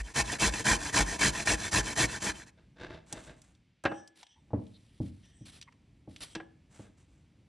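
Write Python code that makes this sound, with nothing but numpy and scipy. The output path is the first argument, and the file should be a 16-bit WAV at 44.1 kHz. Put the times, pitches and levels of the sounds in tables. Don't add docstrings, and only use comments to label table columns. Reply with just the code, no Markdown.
import sys
import numpy as np
from scipy import signal
from scipy.fft import rfft, irfft, next_fast_len
from scipy.io import wavfile
from scipy.ndimage import uniform_filter1d

SR = 44100
rng = np.random.default_rng(int(sys.argv[2]) if len(sys.argv) > 2 else 0)


def store_wav(level_fs):
    pcm = np.round(np.clip(np.atleast_2d(level_fs), -1, 1) * 32767)
    wavfile.write(sys.argv[1], SR, pcm.T.astype(np.int16))


N = 329859
TIME = np.arange(N) / SR
SIZE = next_fast_len(N + SR)
FREQ = np.maximum(np.arange(SIZE // 2 + 1) * SR / SIZE, 1)

# start in seconds, length in seconds, share of the way at which
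# it is fastest, drive in dB, thump of the hand in dB before its rise and decay.
STROKES = [(-0.1, 0.13, .6, -39.5, -26.5), (0.136, 0.098, .62, -26.5, -29), (0.38, 0.13, .52, -25, -22),
           (0.636, 0.15, 0.36, -24.5, -25), (0.916, 0.13, 0.54, -24, -21.5), (1.177, 0.14, 0.53, -24, -28),
           (1.445, .123, 0.46, -25.5, -26.5), (1.704, .121, .52, -25, -25.5), (1.947, 0.13, 0.55, -25, -30),
           (2.195, 0.14, 0.55, -25.5, -32), (2.452, 0.11, 0.41, -31.5, -40)]
# frequency in Hz, width in Hz, relative level in dB.
GRATER_MODES = [(677, 100, 5.5), (830, 52, 5), (1004, 100, 8), (1700, 320, 9), (1860, 90, 12.5),
                (2270, 150, 6.5), (2380, 110, 6), (2631, 130, 5.5), (3108, 82, 8), (3474, 200, 3.5),
                (4084, 87, 7), (4740, 100, -0.5), (5430, 200, -2.5), (6100, 200, 2), (7240, 60, -1.5),
                (7520, 140, 1)]
# frequency in Hz, width in Hz, relative level in dB.
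BLADE_MODES = [(1812, 200, -0.5), (3185, 340, 5), (3550, 200, -6.5), (5770, 440, 2.5), (8150, 600, 0)]


def undb(db):
    return 10 ** (np.asarray(db) / 20)


def unit(x):
    return x / np.sqrt(np.mean(x ** 2))


def across(points):
    hz, value = np.transpose(points)
    return np.interp(np.log(FREQ), np.log(hz), value)


def butter(x, hz, kind, order=2):
    sos = signal.butter(order, np.minimum(hz, SR / 2 - 1), kind, fs=SR, output="sos")
    return signal.sosfilt(sos, x)


def decay(t, t60):
    return np.exp(-np.log(1000) * t / t60)


def add(track, s, sound):
    i = max(int(s * SR), 0)
    track[i:i + len(sound)] += sound[:N - i]


def steady(x, seconds):
    mean_power = np.abs(uniform_filter1d(x ** 2, int(seconds * SR)))
    return x / np.sqrt(mean_power + 1e-6)


def body(x, colour=None, modes=()):
    power = undb(across(colour)) ** 2 if colour else 1e-9
    for hz, width, db in modes:
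        detuning = (FREQ ** 2 - hz ** 2) / (FREQ * width)
        power = power + undb(db) ** 2 / (1 + detuning ** 2 / 2) ** 2
    cepstrum = irfft(np.log(power), SIZE)[:SIZE // 2]
    cepstrum[0] /= 2
    response = np.exp(rfft(cepstrum, SIZE))
    return unit(irfft(rfft(x, SIZE) * response, SIZE)[:N])


def wandering(x, modes, swell_db, rate):
    out = 0
    for hz, width, db in modes:
        b, a = signal.iirpeak(hz, hz / (1.5 * width), fs=SR)
        knots = rng.standard_normal(512)
        swell = undb(db + swell_db * np.clip(knots, -2, 2))
        ring = signal.lfilter(b, a, signal.lfilter(b, a, x))
        out = out + np.interp(TIME * rate, np.arange(len(knots)), swell) * ring
        x = np.roll(x, 13)
    return unit(out)


def cracks(rate, spread_db):
    happens = rng.random(N) < rate / SR
    size = undb(spread_db * np.minimum(rng.exponential(size=N), 4))
    return unit(happens * size * rng.choice([-1, 1], N))


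def pressure(events, attack_share, release_s):
    power = np.zeros(N)
    for start, length, db in events:
        attack = 1 - np.exp(-(np.maximum(TIME - start, 0) / (attack_share * length)) ** 2)
        release = np.exp(-np.maximum(TIME - start - length, 0) / release_s)
        power += (undb(db) * attack * release) ** 2
    return np.sqrt(power)


def rubbing(gain, colour, modes, rate, spread_db, catch_db, catch_hz):
    catching = unit(butter(rng.standard_normal(N), catch_hz, "low"))
    return gain * body(cracks(rate, spread_db) * undb(catch_db * catching), colour, modes)


def blows(events, modes, crack_db, crack_t60, waver=0.8, waver_rate=55):
    out, t = np.zeros(N), TIME[:SR // 2]
    for s, db, contact_hz in events:
        ring = 0
        for k, (hz, g, t60) in enumerate(modes):
            drift = np.cumsum(rng.standard_normal(size=128))
            phase = waver * np.interp(t * waver_rate, np.arange(len(drift)), drift - drift[0])
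            sine = np.sin(2 * np.pi * hz * t + phase)
            ring = ring + (-1) ** k * undb(g) * sine * decay(t, t60)
        crack = undb(crack_db) * rng.standard_normal(len(t)) * decay(t, crack_t60)
        blow = butter(ring + butter(crack, 54, "high"), contact_hz, "low", order=3)
        add(out, s, undb(db) * blow / np.abs(blow).max())
    return out


def hiss():
    # frequency in Hz, relative level in dB.
    hiss_colour = [(100, -0.5), (1000, -8), (2200, 5), (4500, -3.5), (8000, -16.5), (11000, -22)]
    return undb(-79.5) * body(rng.standard_normal(N), hiss_colour)


def room_rumble():
    # frequency in Hz, relative level in dB.
    rumble_colour = [(20, -21), (55, -1), (130, -1.5), (290, -10), (430, -22), (800, -28.5), (2000, -41)]
    lull = swing(3.3, 4.25, 4.45) ** 2
    return undb(-62.5 - 18 * lull) * body(rng.standard_normal(N), rumble_colour)


def hand_brushes():
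    # start in seconds, length in seconds, level in dB.
    brushes = [(3.04, 0.23, -57.5), (3.33, 0.16, -68.5), (6.69, 0.14, -62.5), (6.965, 0.041, -70.5),
               (7.07, 0.12, -77.5)]
    # frequency in Hz, relative level in dB.
    brush_grain = [(200, -6.5), (700, 2), (1300, 0), (2500, -1), (5000, -7), (8000, 1.5), (11000, -9)]
    gain = pressure(brushes, attack_share=0.18, release_s=0.0443)
    return rubbing(gain, brush_grain, (), rate=4000, spread_db=2.5, catch_db=1.5, catch_hz=40.16)


def ticks(t60=0.029, ring_db=-20, ring_t60=0.091):
    # time in seconds, peak in dB, nominal band frequency in Hz.
    contacts = [(3.126, -25.5, 8140), (3.418, -42.5, 8300), (3.838, -37.5, 9000), (3.852, -39, 8020),
                (4.076, -41, 7060), (4.188, -59, 7260), (4.23, -38.5, 3510), (3.55, -57, 4500),
                (4.267, -48, 3950), (4.667, -53, 4000), (5.614, -33.5, 5010), (5.625, -38.5, 4860),
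                (5.724, -53.5, 2490), (6.162, -35, 3700), (6.351, -33, 5350)]
    out, t = np.zeros(N), TIME[:SR // 4]
    blade = body(rng.standard_normal(N), modes=BLADE_MODES)
    for k, (s, db, hz) in enumerate(contacts):
        snap = rng.standard_normal(len(t)) * decay(t, t60)
        ring = undb(ring_db) * blade[k * len(t):(k + 1) * len(t)] * decay(t, ring_t60)
        tick = butter(snap + ring, [hz / 1.57, hz * 1.16], "band", order=1)
        add(out, s, undb(db) * tick / np.abs(tick).max())
    return out


def knife(width=0.097):
    # start in seconds, length in seconds, level in dB.
    sweeps = [(4.15, 0.073, -62.5), (4.5, 0.81, -73), (5.01, 0.075, -64.5), (5.45, 0.049, -54.5),
              (5.51, 0.074, -57.5), (6.08, 0.13, -67.5), (6.203, 0.036, -44.5), (6.25, 0.078, -60)]
    # start in seconds, length in seconds, level in dB.
    glides = [(3.86, 0.11, -63), (4.22, 0.11, -67.5), (4.65, 0.36, -82), (5.22, 0.068, -64.5),
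              (5.3, 0.27, -67), (6.19, 0.15, -66.5)]
    # start in seconds, length in seconds,
    # level in dB before the fade in and out, pitch in Hz.
    skids = [(4.222, 0.022, -53.5, 860), (4.343, 0.073, -70, 910), (4.729, .055, -62, 3840),
             (5.666, 0.038, -58.5, 1036), (5.669, 0.031, -58.5, 2060)]
    # frequency in Hz, relative level in dB.
    blade_grain = [(300, 0.5), (1000, -6.5), (2200, -2), (4000, 1), (6500, -8), (10500, 0.5), (12000, -24)]
    sweep_gain = pressure(sweeps, attack_share=0.1, release_s=0.015)
    scrape = rubbing(sweep_gain, blade_grain, (), rate=7000, spread_db=1.5, catch_db=2.0, catch_hz=70)
    glide_gain = pressure(glides, attack_share=.28, release_s=.06)
    sing = glide_gain * wandering(rng.standard_normal(N), BLADE_MODES, swell_db=7.5, rate=22)
    out = scrape + sing
    for s, length, db, hz in skids:
        count = int(length * SR)
        band = [hz / (1 + width), hz * (1 + width)]
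        skid = butter(rng.standard_normal(SR // 4), band, "band")[-count:]
        add(out, s, undb(db) * unit(skid) * np.hanning(count))
    return out


def board_drag():
    # start in seconds, length in seconds, level in dB.
    shoves = [(2.57, 0.024, -64), (2.755, 0.077, -56.5), (2.79, 0.071, -45), (2.89, 0.061, -47.5),
              (3.1, 0.087, -49.5), (3.262, 0.045, -52), (6.72, .15, -65)]
    # frequency in Hz, relative level in dB.
    drag_grain = [(60, 9), (300, -15), (1200, -1.5), (4500, -12), (10000, -30.5)]
    # frequency in Hz, width in Hz, relative level in dB.
    drag_modes = [(136, 100, 11.5), (328, 91, 10), (490, 63, 7), (633, 76, 9), (873, 39, 5.5),
                  (1600, 185, 4.5), (2100, 100, -2), (2650, 77, -1), (3630, 370, -5)]
    gain = pressure(shoves, attack_share=0.15, release_s=0.036)
    return rubbing(gain, drag_grain, drag_modes, rate=1900, spread_db=-1, catch_db=2.0, catch_hz=60.7)


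def board_bumps():
    # time in seconds, peak in dB, contact corner in Hz.
    bumps = [(3.127, -36, 872), (4.505, -45, 905), (4.532, -18, 545), (5.001, -23, 297), (5.408, -39, 252),
             (6.075, -37.5, 465), (6.794, -37.5, 501)]
    # frequency in Hz, relative level in dB, t60 in seconds.
    board_modes = [(95.2, -1.5, 0.47), (121.3, 9.5, 0.087), (192, -2.5, 0.36), (237, -0.5, 0.27),
                   (275, -6.5, 0.29), (311, 4, 0.18), (522, 4.5, 0.041), (611, 1.5, 0.12),
                   (830, 9.5, 0.056), (1136, -1, 0.14)]
    return blows(bumps, board_modes, crack_db=14.0, crack_t60=0.2)


def bowl_knocks():
    # time in seconds, peak in dB, contact corner in Hz.
    knocks = [(3.839, -32, 1460), (3.852, -14.5, 2200), (3.857, -15.5, 1780), (3.917, -27.5, 1200),
              (6.351, -30.5, 3504), (6.3535, -35.5, 590), (6.362, -33.5, 600), (6.401, -34.5, 1940)]
    # frequency in Hz, relative level in dB, t60 in seconds.
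    bowl_modes = [(203, -9.5, .25), (323.2, -1, 0.37), (553, 0.5, 0.1), (752, 1, 0.06), (817, -6, 0.26),
                  (1019, -7.5, 0.048), (1658, -13, 0.16), (1596, 8, 0.052), (1656, 5, 0.12),
                  (1710, -11.5, 0.56), (2130, 3, 0.05), (2670, -6, 0.27), (2930, -11.5, 0.3)]
    return blows(knocks, bowl_modes, crack_db=19.5, crack_t60=0.074)


def swing(start, fastest, end):
    return np.sin(np.pi * np.interp(TIME, [start, fastest, end], [0, .5, 1])).clip(0)


def movements():
    turn_low_s, turn_top_s = .014, .012
    back_db, back_fastest = -11.5, .6
    down = [(s, s + share * length, s + length, db) for s, length, share, db, _ in STROKES]
    back = []
    for (_, _, bottom, db), (top, *_) in zip(down, down[1:]):
        start, end = bottom - turn_low_s, top + turn_top_s
        back.append((start, start + back_fastest * (end - start), end, db + back_db))
    return down + back


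def table_thumps(hz=53, t60=0.2, rise_s=0.0032, lag_s=0.016):
    out, t = np.zeros(N), TIME[:SR // 2]
    for (start, length, share, _, db), detune in zip(STROKES, rng.standard_normal(len(STROKES))):
        sway = np.sin(2 * np.pi * hz * (1 + 0.05 * detune) * t)
        envelope = (1 - np.exp(-t / rise_s)) * decay(t, t60)
        add(out, start + share * length + lag_s, undb(db) * sway * envelope)
    return out


def catches(hz=1850, width_hz=330, rise_s=.003):
    peak_db, spread_db = 3.5, 1.5
    reach = .2
    out, t = np.zeros(N), TIME[:SR // 16]
    modes = [(hz, width_hz, 8)] + list(GRATER_MODES[1:8])
    shudder = body(rng.standard_normal(N), modes=modes)
    envelope = (t / rise_s) ** 2 * np.exp(-t / rise_s)
    for start, fastest, end, db in movements():
        for side in (-1, 1):
            s = fastest + side * rng.random() * reach * (end - start)
            i = rng.integers(N - len(t))
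            twang = shudder[i:i + len(t)] * envelope
            level = undb(db + peak_db + spread_db * rng.standard_normal())
            add(out, s - 2 * rise_s, level * twang / np.abs(twang).max())
    return out


def bites(speed, rate, spread_db):
    chance = rng.standard_normal((2000, 2))
    travel = np.cumsum(rate * speed / SR)
    at = np.searchsorted(travel, np.arange(len(chance)) + .35 * chance[:, 0])
    pushes = np.zeros(N + 1)
    pushes[at] = undb(spread_db * np.clip(chance[:, 1], -2, 2))
    return pushes[:N]


def grating_power():
    # start in seconds, length in seconds, drive in dB.
    snags = [(0.314, 0.023, -33), (0.533, 0.016, -36), (0.592, .012, -36.5), (1.645, 0.017, -38)]
    scuff_db, scuff_s = -24.5, 0.082
    power, speed = np.zeros(N), np.zeros(N)
    for start, fastest, end, db in movements():
        pace = swing(start, fastest, end)
        power += undb(db) ** 2 * np.tanh(1.64 * pace ** 3.09)
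        speed += pace
    for start, length, _, db, _ in STROKES:
        bottom = start + length
        power += (undb(db + scuff_db) * swing(bottom - scuff_s, bottom, bottom + scuff_s)) ** 2
    power += pressure(snags, attack_share=.2, release_s=0.0057) ** 2
    return power, speed


def grating():
    # frequency in Hz, relative level in dB.
    tear_colour = [(200, -8.5), (500, -3), (1250, -1.5), (2900, -7), (4500, -2.5), (6500, 1.5), (8500, -1),
                   (10300, -0.5), (12000, -15)]
    # frequency in Hz, width in Hz, relative level in dB.
    stand_modes = [(74.6, 43, 3), (117, 27, 0.5), (135, 20, 2.5), (205, 46, 3), (303.4, 38, 2.5),
                   (335, 67, -3.5), (451, 38, -2), (629, 25, -7)]
    power, speed = grating_power()
    pushes = bites(.4 + speed, rate=130, spread_db=1.5)
    tearing = signal.lfilter([1], [1, -np.exp(-1 / (0.0056 * SR))], pushes)
    tearing = steady(tearing + .4 * tearing.mean(), 0.017)
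    rasp = body(cracks(rate=9000, spread_db=-0.5) * tearing ** 0.5, tear_colour)
    ring = wandering(cracks(rate=4000, spread_db=3.5) * tearing, GRATER_MODES, swell_db=5.0, rate=45)
    jolts = pushes * rng.choice([-1, 1], N) + 0.056 * cracks(rate=1500, spread_db=2.5)
    shake = body(jolts, modes=stand_modes)
    steel = undb(-2.5) * steady(rasp, 0.18) + undb(-3.0) * steady(ring, 0.24)
    lag = np.exp(-1 / (0.0046 * SR))
    stand_force = np.sqrt(signal.lfilter([1 - lag], [1, -lag], power))
    return np.sqrt(power) * steel + undb(-7) * stand_force * steady(shake, 0.12)


def kitchen(x, wet_db=-7, t60_low=.4, t60_high=0.06):
    # frequency in Hz, gain in dB.
    room_side = [(70, -16.5), (330, -6.5), (850, 5.5), (2000, -19.5), (3500, -12.5), (8000, 0)]
    t = TIME[:SR // 2]
    tails = []
    for noise in rng.standard_normal((2, len(t))):
        low = butter(noise, 600, "low", order=1)
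        tail = low * decay(t, t60_low) + .5 * (noise - low) * decay(t, t60_high)
        build_up = 1 - np.exp(-t / 0.018)
        tails.append(tail * build_up / np.sqrt(SR * t60_low / (2 * np.log(1000))))
    mid, side = (undb(wet_db) * signal.fftconvolve(x, tail)[:N] for tail in tails)
    side = irfft(rfft(side, SIZE) * undb(across(room_side)), SIZE)[:N]
    return np.array([x + mid + side, x + mid - side])


def scene():
    grating_fade = np.interp(TIME, (2.025, 2.511), [1, 0])
    grater = (grating() + catches() + table_thumps()) * grating_fade
    board = board_drag() + board_bumps() + bowl_knocks()
    work = grater + board + ticks() + knife() + hand_brushes()
    return kitchen(work + room_rumble()) + hiss()


def record(dry, ceiling=0.46, low_cut_hz=30, top_hz=11200):
    # frequency in Hz, phase in radians.
    port_phase = [(20, 0), (5000, 0), (6100, -.6), (7000, -1.2), (8500, -1.7), (10000, -2.2), (11000, -2.9)]
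    rounded = ceiling * np.tanh(butter(dry, low_cut_hz, "high") / ceiling)
    turn = np.exp(.5j * across(port_phase) * np.array([[1], [-1]]))
    ports = irfft(rfft(rounded, SIZE) * turn, SIZE)[:, :N]
    return signal.sosfilt(signal.ellip(8, .2, 70, top_hz, fs=SR, output="sos"), ports)


dry = scene()
out = record(dry)
store_wav(out)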